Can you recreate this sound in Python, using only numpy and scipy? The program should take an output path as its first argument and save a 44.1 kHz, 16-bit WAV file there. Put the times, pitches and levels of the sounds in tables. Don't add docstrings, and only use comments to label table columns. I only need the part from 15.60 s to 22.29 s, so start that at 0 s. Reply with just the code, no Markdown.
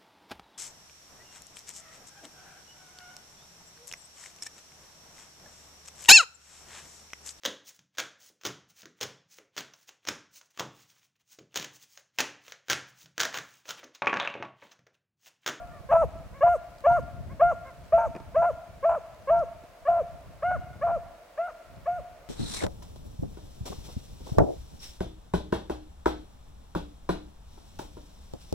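import sys
import numpy as np
from scipy import signal
from scipy.fft import rfft, irfft
from scipy.io import wavfile
from scipy.ndimage import uniform_filter1d

SR = 44100
rng = np.random.default_rng(int(sys.argv[2]) if len(sys.argv) > 2 else 0)


def to_wav(sig):
    pcm = np.clip(np.atleast_2d(sig), -1, 1) * 32767
    pcm = np.round(pcm).astype(np.int16)
    wavfile.write(sys.argv[1], SR, pcm.T)


N = 295022
TIME = np.arange(N) / SR

# (start [s], length [s], time until the voice breaks up [s],
# pitch after the break [Hz], pitch before the drop [Hz], level [dB], push of breath after the break [dB],
# time to the push's peak [s], sag over the note [dB], second harmonic's own level [dB],
# lift of the upper harmonics [dB], rasp of the break [dB])
BAYS = [ (0.289, 0.16, .028, 661.9, 662, -19, 0, 0.012, -4.5, -30, 0.5, -10),
        (0.807, 0.16, .026, 681.8, 704.3, -13.5, 1.5, 0.0034, -9, -34.5, 1.5, -23),
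        (1.239, 0.16, .026, 675.8, 704, -14, 0.5, 0.011, -8.5, -31, -0.5, -10),
        (1.795, 0.14, .021, 676.5, 704.8, -15, 3.5, 0.011, -9.5, -30, -1, -16),
        (2.322, .160, .006, 656.7, 692.3, -18.5, 6.5, .017, -10.5, -37.5, -1.5, -26.5),
        (2.744, 0.17, .018, 630.8, 706.4, -20, 3.5, 0.0069, -3, -35, 0, -28),
        (3.227, 0.16, .024, 666, 679.5, -17, 0, 0.0057, -10.5, -38, -2.5, -19),
        (3.672, 0.17, .032, 665, 687.2, -16, 0, .009, -9, -38, -3, -16.5),
        (4.251, .172, .030, 690.5, 684.5, -21, 6.5, 0.0073, -1.5, -42.5, 1, -20),
        (4.822, 0.15, .014, 682.8, 732.6, -21.5, -3, 0.0079, -8.5, -33.5, 1.5, -23.5),
        (5.212, .170, .023, 688.8, 689.6, -20, -1.5, 0.015, -7, -41.5, -2.5, -26),
        (5.774, 0.14, .009, 635.4, 711.6, -31.5, 7.5, 0.018, -5, -40.5, 3, -25),
        (6.256, 0.15, .017, 685.8, 719, -25.5, 4, .013, -8.5, -48, -2, -15), ]


def undb(db):
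    return 10 ** (np.asarray(db) / 20)


def gain_at(hz, points):
    f, db = np.transpose(points)
    return undb(np.interp(np.log(np.maximum(hz, 1)), np.log(f), db))


def colour(x, points):
    spectrum = rfft(x) * gain_at(np.fft.rfftfreq(x.shape[-1], 1 / SR), points)
    return irfft(spectrum, x.shape[-1])


def unit(x):
    return x / np.sqrt(np.mean(x ** 2))


def noise(points):
    return unit(colour(rng.standard_normal(N), points))


def walk(rate):
    size = max(int(SR / rate), 2)
    smooth = uniform_filter1d(rng.standard_normal(N), size)
    return unit(uniform_filter1d(smooth, size))


def window(start, end, edge):
    return np.clip(np.minimum(TIME - start, end - TIME) / edge + .5, 0, 1)


def stereo(mid, side):
    return np.array([mid + side, mid - side])


def field(field_db=-54):
    # (frequency [Hz], relative level [dB])
    hush = [(18, -33.5), (30, -0.5), (64, -10.5), (124, -18), (415, -14.5), (616, -2.5), (702, -1),
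            (760, -14), (889, -13.5), (1390, -16), (1670, -19.5), (2230, -21), (3310, -27), (13300, -37.5),
            (16000, -36)]
    # (frequency [Hz], side against mid [dB])
    hush_width = [(100, -12.5), (700, -7.5), (5000, -1), (10500, -4.5), (11800, -32.5)]
    return undb(field_db) * stereo(noise(hush), colour(noise(hush), hush_width))


def breeze(mid_db=1, side_db=-0.5, buffet_db=3.5, mid_swell_db=5, side_swell_db=12, lag_s=0.032, swell_s=0.011):
    # (time [s], level [dB])
    gusts = [(0, -54.5), (.45, -49), (.7, -52.5), (1.2, -59), (1.3, -46.5), (1.68, -43.5), (2.15, -59),
             (2.45, -51), (3.55, -60), (3.8, -50.5), (4.2, -70), (4.35, -55.5), (5.3, -49.5), (5.55, -58),
             (5.65, -79), (6, -80), (6.13, -54.5), (6.69, -65)]
    # (frequency [Hz], relative level [dB])
    rumble_mid = [(12, -25.5), (28, -21), (50, 4), (150, -3.5), (380, -20), (1500, -84.5)]
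    rumble_side = [(12, -28), (28, -13), (60, 4), (160, -3.5), (400, -21), (2000, -65)]
    gust = undb(np.interp(TIME, *np.transpose(gusts)) + buffet_db * walk(52))
    late_baying = np.interp(TIME - lag_s, TIME, baying())
    swell = uniform_filter1d(late_baying, int(swell_s * SR))
    mid = undb(mid_db + mid_swell_db * swell) * noise(rumble_mid)
    side = undb(side_db + side_swell_db * swell) * noise(rumble_side)
    return gust * stereo(mid, side)


def grass(rate=130, grass_db=-75, spread_db=3, fade_db=-6, grain_s=0.0006):
    # (frequency [Hz], relative level [dB])
    stalks = [(1000, -11.5), (3800, -1), (8000, -7.5), (15000, -18.5)]
    strengths = undb(spread_db * np.minimum(rng.exponential(size=N), 4))
    grains = (rng.random(N) < rate / SR) * strengths
    decaying = signal.lfilter([1], [1, -np.exp(-1 / (grain_s * SR))], grains)
    bunched = decaying * undb(4.1 * walk(6))
    crackle = unit(bunched * stereo(noise(stalks), .5 * noise(stalks)))
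    return crackle * undb(grass_db + fade_db * TIME / TIME[-1])


def twigs(snap_s=0.0029, thud_s=0.007):
    # (time [s], snap level before colouring [dB], thud level before colouring [dB])
    breaks = [(1.1837, -56, -75), (2.5505, -55, -33), (2.562, -54, -34), (2.601, -59, -44),
              (3.7918, -53, -70), (4.037, -62, -46)]
    # (frequency [Hz], relative level [dB])
    snap_colour = [(1000, -12), (3800, -3), (5300, 3), (6200, -7), (8000, -7), (11000, -22), (15000, -36)]
    thud_colour = [(60, -6), (220, 8.5), (450, 5.5), (1100, -2.5), (1450, -13), (2600, -14), (3600, -40),
                   (12000, -49.5)]
    snap, thud = np.zeros(N), np.zeros(N)
    for start, snap_db, thud_db in breaks:
        age = np.maximum(TIME - start, 0)
        snap += undb(snap_db) * np.exp(-age / snap_s) * (age > 0)
        thud += undb(thud_db) * np.exp(-age / thud_s) * (age > 0)
    total = np.zeros(N)
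    for burst, tone in ((snap, snap_colour), (thud, thud_colour)):
        crack = unit(colour(burst * rng.standard_normal(N), tone))
        total += crack * np.sqrt(np.mean(burst ** 2))
    return total


def far_hound(arch=0.067, waver=0.027):
    # (start [s], end [s], first pitch before arching [Hz], last pitch before arching [Hz], level [dB])
    yelps = [(0.094, 0.22, 594, 568, -52.5), (0.717, 0.818, 495, 581, -52), (1.689, 1.743, 496, 571.5, -51),
             (2.04, 2.116, 549, 496, -47.5)]
    # (frequency [Hz], relative level [dB])
    yelp_colour = [(500, -1), (1050, 1.5), (1600, -6.5), (2150, -6.5), (2800, -29.5)]
    hz, loudness = np.zeros(N), np.zeros(N)
    for start, end, first_hz, last_hz, db in yelps:
        inside = (TIME > start) & (TIME < end)
        part = (TIME[inside] - start) / (end - start)
        swell = np.sin(np.pi * part)
        glide_hz = first_hz + (last_hz - first_hz) * part
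        hz[inside] = glide_hz * (1 + arch * (swell - 2 / 3))
        loudness[inside] = undb(db) * swell
    phase = 2 * np.pi * np.cumsum(hz * (1 + waver * walk(270))) / SR
    return loudness * sum(gain_at(k * hz, yelp_colour) * np.sin(k * phase) for k in range(1, 6))


def tree_line(t60=1.0, build_s=0.0074, trees_s=0.18, trees_width_s=0.082, trees_db=-4, near_db=4, near_s=0.073):
    # (frequency [Hz], relative level [dB])
    woods = [(300, -11.5), (640, 2), (710, 3.5), (800, 4.5), (1400, 3), (2200, 12), (2900, 14), (7000, -17)]
    decay = undb(-60 * TIME / t60) * (1 - np.exp(-TIME / build_s))
    brush = undb(near_db) * np.exp(-TIME / near_s) * (TIME > .008)
    trunks = undb(trees_db) * np.exp(-((TIME - trees_s) / trees_width_s) ** 2)
    response = rng.standard_normal(N) * (decay + brush + trunks)
    return colour(response / np.sqrt(np.sum(response ** 2)), woods)[:2 * SR]


def echoes(dog, echo_db=-25, gain_away_db=8.0, side_db=-13, earlier_db=3):
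    call = np.concatenate([np.zeros(SR), dog * undb(gain_away_db * TIME / TIME[-1])])
    bay_start, bay_length = BAYS[2][:2]
    start, end = int(bay_start * SR), int((bay_start + bay_length) * SR)
    before = SR * 7 // 9
    call[before:before + end - start] += undb(earlier_db) * dog[start:end]
    mid, side = (signal.fftconvolve(call, tree_line())[SR:SR + N] for _ in range(2))
    return undb(echo_db) * stereo(mid, undb(side_db) * side)


def baying():
    voiced = np.zeros(N)
    for start, length, *_ in BAYS:
        voiced += window(start + .001, np.inf, .003) * window(0, start + length, .01)
    return voiced


def whistle(hiss_db=-60, fade_db=-15, ragged_db=4, linger_s=0.021):
    # (centre [Hz], width [Hz], relative level [dB])
    teeth = [(6380, 950, -8.5), (7300, 1100, -12), (8200, 720, -13.5), (11300, 2500, -13)]
    keep = np.exp(-1 / (linger_s * SR))
    flow = signal.lfilter([1 - keep], [1, -keep], baying())
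    air = np.zeros(N)
    for hz, width, db in teeth:
        skirt = [(hz - 2 * width, -50), (hz - width / 2, -6), (hz, 0), (hz + width / 2, -6), (hz + 2 * width, -50)]
        air += noise(skirt) * undb(db + ragged_db * walk(45))
    return flow * air * undb(hiss_db + fade_db * TIME / TIME[-1])


def bay_shapes():
    reedy_pitch, reedy_rise = .785, .075
    reedy_under_db, attack_db, reedy_second_db = -8, -15, -4.5
    break_width_s, crack_s = 0.015, .008
    pure_db, opening_s = -8.5, .02
    drop_s, drop_share, release_db, second_release_db = .042, .33, -10.5, -12.5
    hz = np.full(N, 500.)
    level_db, second_db, bright_db, crack = np.zeros((4, N))
    for (start, length, break_s, first_hz, last_hz, db, push_db, push_s,
         sag_db, overtone_db, upper_db, crack_db) in BAYS:
        on = (TIME > start - .01) & (TIME < start + length + .01)
        age = TIME[on] - start
        since = age - break_s
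        rise = np.clip(age / break_s, 0, 1)
        clear = np.clip(since / break_width_s + .5, 0, 1)
        held = np.clip(since / (length - break_s - drop_s), 0, 1)
        drop = np.clip((age - length) / drop_s + 1, 0, 1) ** 2
        note_age = np.maximum(since, 0)
        push = note_age / push_s * np.exp(1 - note_age / push_s)

        reedy_hz = first_hz * (reedy_pitch + reedy_rise * rise)
        held_hz = last_hz + (first_hz - last_hz) * (1 - held) ** 2
        note_hz = held_hz * (1 - drop_share * drop)
        hz[on] = (1 - clear) * reedy_hz + clear * note_hz

        reedy_db = reedy_under_db + attack_db * (1 - rise) ** 2
        level_db[on] = db + (1 - clear) * reedy_db + push_db * push + sag_db * held + release_db * drop ** 2
        note_second_db = overtone_db + pure_db * np.exp(-note_age / opening_s) + second_release_db * drop
        second_db[on] = (1 - clear) * reedy_second_db + clear * (note_second_db - level_db[on])
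        bright_db[on] = upper_db
        crack[on] = undb(crack_db) * np.exp(-(since / crack_s) ** 2)
    return hz, level_db, second_db, bright_db, crack


def beagle(jitter=0.0049, rasp_jitter=.08, rasp_db=-2, hoarse_db=-32, upper_db=-0.5, brightening=0.9, flutter_db=2,
           attack_s=0.048, attack_db=7.5, ground_db=6, smear=0.062, edge_db=-45, edge_attack_db=7, edge_rasp_db=-32):
    # (start [s], end [s], slower rate [share of the pitch], sideband level before the throat [dB],
    # rasp before its overall level [dB], extra effort [dB])
    growls = [(0.323, 0.34, .5, -27, -6, 4), (0.348, .374, .49, -15.5, -16, 5.5),
              (0.417, .45, .46, -15, -25, 4), (.86, 0.891, .44, -17, -17, 0.5),
              (1.299, 1.329, .36, -17.5, -26.5, 0), (1.364, 1.376, 0.62, -10, -25, -3),
              (1.914, 1.926, .5, -18.5, -7, -0.5), (2.378, 2.462, .32, -7, -10.5, 1),
              (2.821, 2.859, 0.47, -11.5, -9.5, 1), (3.292, 3.358, .49, -13, -7, 0),
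              (3.727, 3.793, .35, -19, -28.5, 1), (4.299, 4.399, 0.5, -23.5, -21.5, -1),
              (4.907, 4.927, 0.55, -22.5, -9, 2), (5.268, 5.32, .46, -17.5, -8.5, -2),
              (5.873, 5.915, 0.57, -25, -6.5, -5)]
    # (frequency [Hz], relative level [dB])
    throat = [(1000, 1.5), (1400, -15), (1700, -19), (1980, -31.5), (2160, -25.5), (2500, -34.5),
              (2900, -37), (3300, -51), (4400, -61.5)]
    # (frequency [Hz], relative level [dB])
    mouth = [(300, -43.5), (480, -17.5), (620, 9.5), (880, 0.5), (1120, -5.5), (1420, -11.5), (1800, -33),
             (2500, -30.5), (3300, -51.5), (9000, -77.5)]
    # (frequency [Hz], relative level [dB])
    breathy_edge = [(1200, 3.5), (1650, 6), (1950, -3.5), (2400, -1), (2850, -3), (3300, -19.5),
                    (9000, -51.5)]
    hz, level_db, second_db, bright_db, crack = bay_shapes()
    effort_db, rasp = np.zeros(N), crack
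    for start, end, _, _, growl_rasp_db, strain_db in growls:
        effort_db += strain_db * window(start, end, 0.017)
        rasp = rasp + undb(growl_rasp_db) * window(start, end, 0.0045)
    loudness = undb(level_db + effort_db) * baying()
    second_db = second_db - effort_db
    attack = sum(window(start - .02, start + attack_s, 0.008) for start, *_ in BAYS)

    phase = 2 * np.pi * np.cumsum(hz * (1 + (jitter + rasp_jitter * rasp) * walk(420))) / SR
    voice = np.sin(phase) + undb(second_db) * np.cos(2 * phase)

    distance_db = ground_db * (TIME / TIME[-1]) ** 2
    closure_db = upper_db + bright_db + brightening * second_db + attack_db * attack + distance_db
    for k in range(3, 8):
        strength = undb(closure_db + flutter_db * walk(86)) * gain_at(k * hz, throat)
        smeared_phase = phase + smear * (1 + attack) * walk(230)
        voice += strength * np.sin(k * smeared_phase)

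    beat, depth = np.zeros(N), np.zeros(N)
    for start, end, share, sideband_db, *_ in growls:
        active = window(start, end, 0.0091)
        beat[active > 0] = share
        depth += undb(sideband_db) * active
    slow_phase = 2 * np.pi * np.cumsum(hz * beat * (1 + 0.038 * walk(200))) / SR
    for k in range(1, 4):
        voice += depth * gain_at((k + beat) * hz, throat) * np.sin(k * phase + slow_phase)

    puffs = rng.standard_normal(N) * (1 + np.cos(phase))
    rasp_gain = undb(hoarse_db) + undb(rasp_db) * rasp
    edge_gain = undb(edge_db + edge_attack_db * attack) + undb(edge_rasp_db) * rasp
    voice += rasp_gain * unit(colour(puffs, mouth))
    voice += edge_gain * unit(colour(puffs, breathy_edge))
    return loudness * voice


def scene(dog_db=3.0, lean=.04, lead=0.098):
    dog = undb(dog_db) * beagle()
    ahead = dog + whistle() + far_hound() + twigs()
    side = lean * ahead - lead * signal.hilbert(ahead).imag
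    return stereo(ahead, side) + echoes(dog) + grass() + breeze() + field()


def record(dry):
    top_hz = 16150
    low_pass = signal.ellip(12, .2, 80, top_hz, fs=SR, output="sos")
    return signal.sosfilt(low_pass, dry)


dry = scene()
out = record(dry)
to_wav(out)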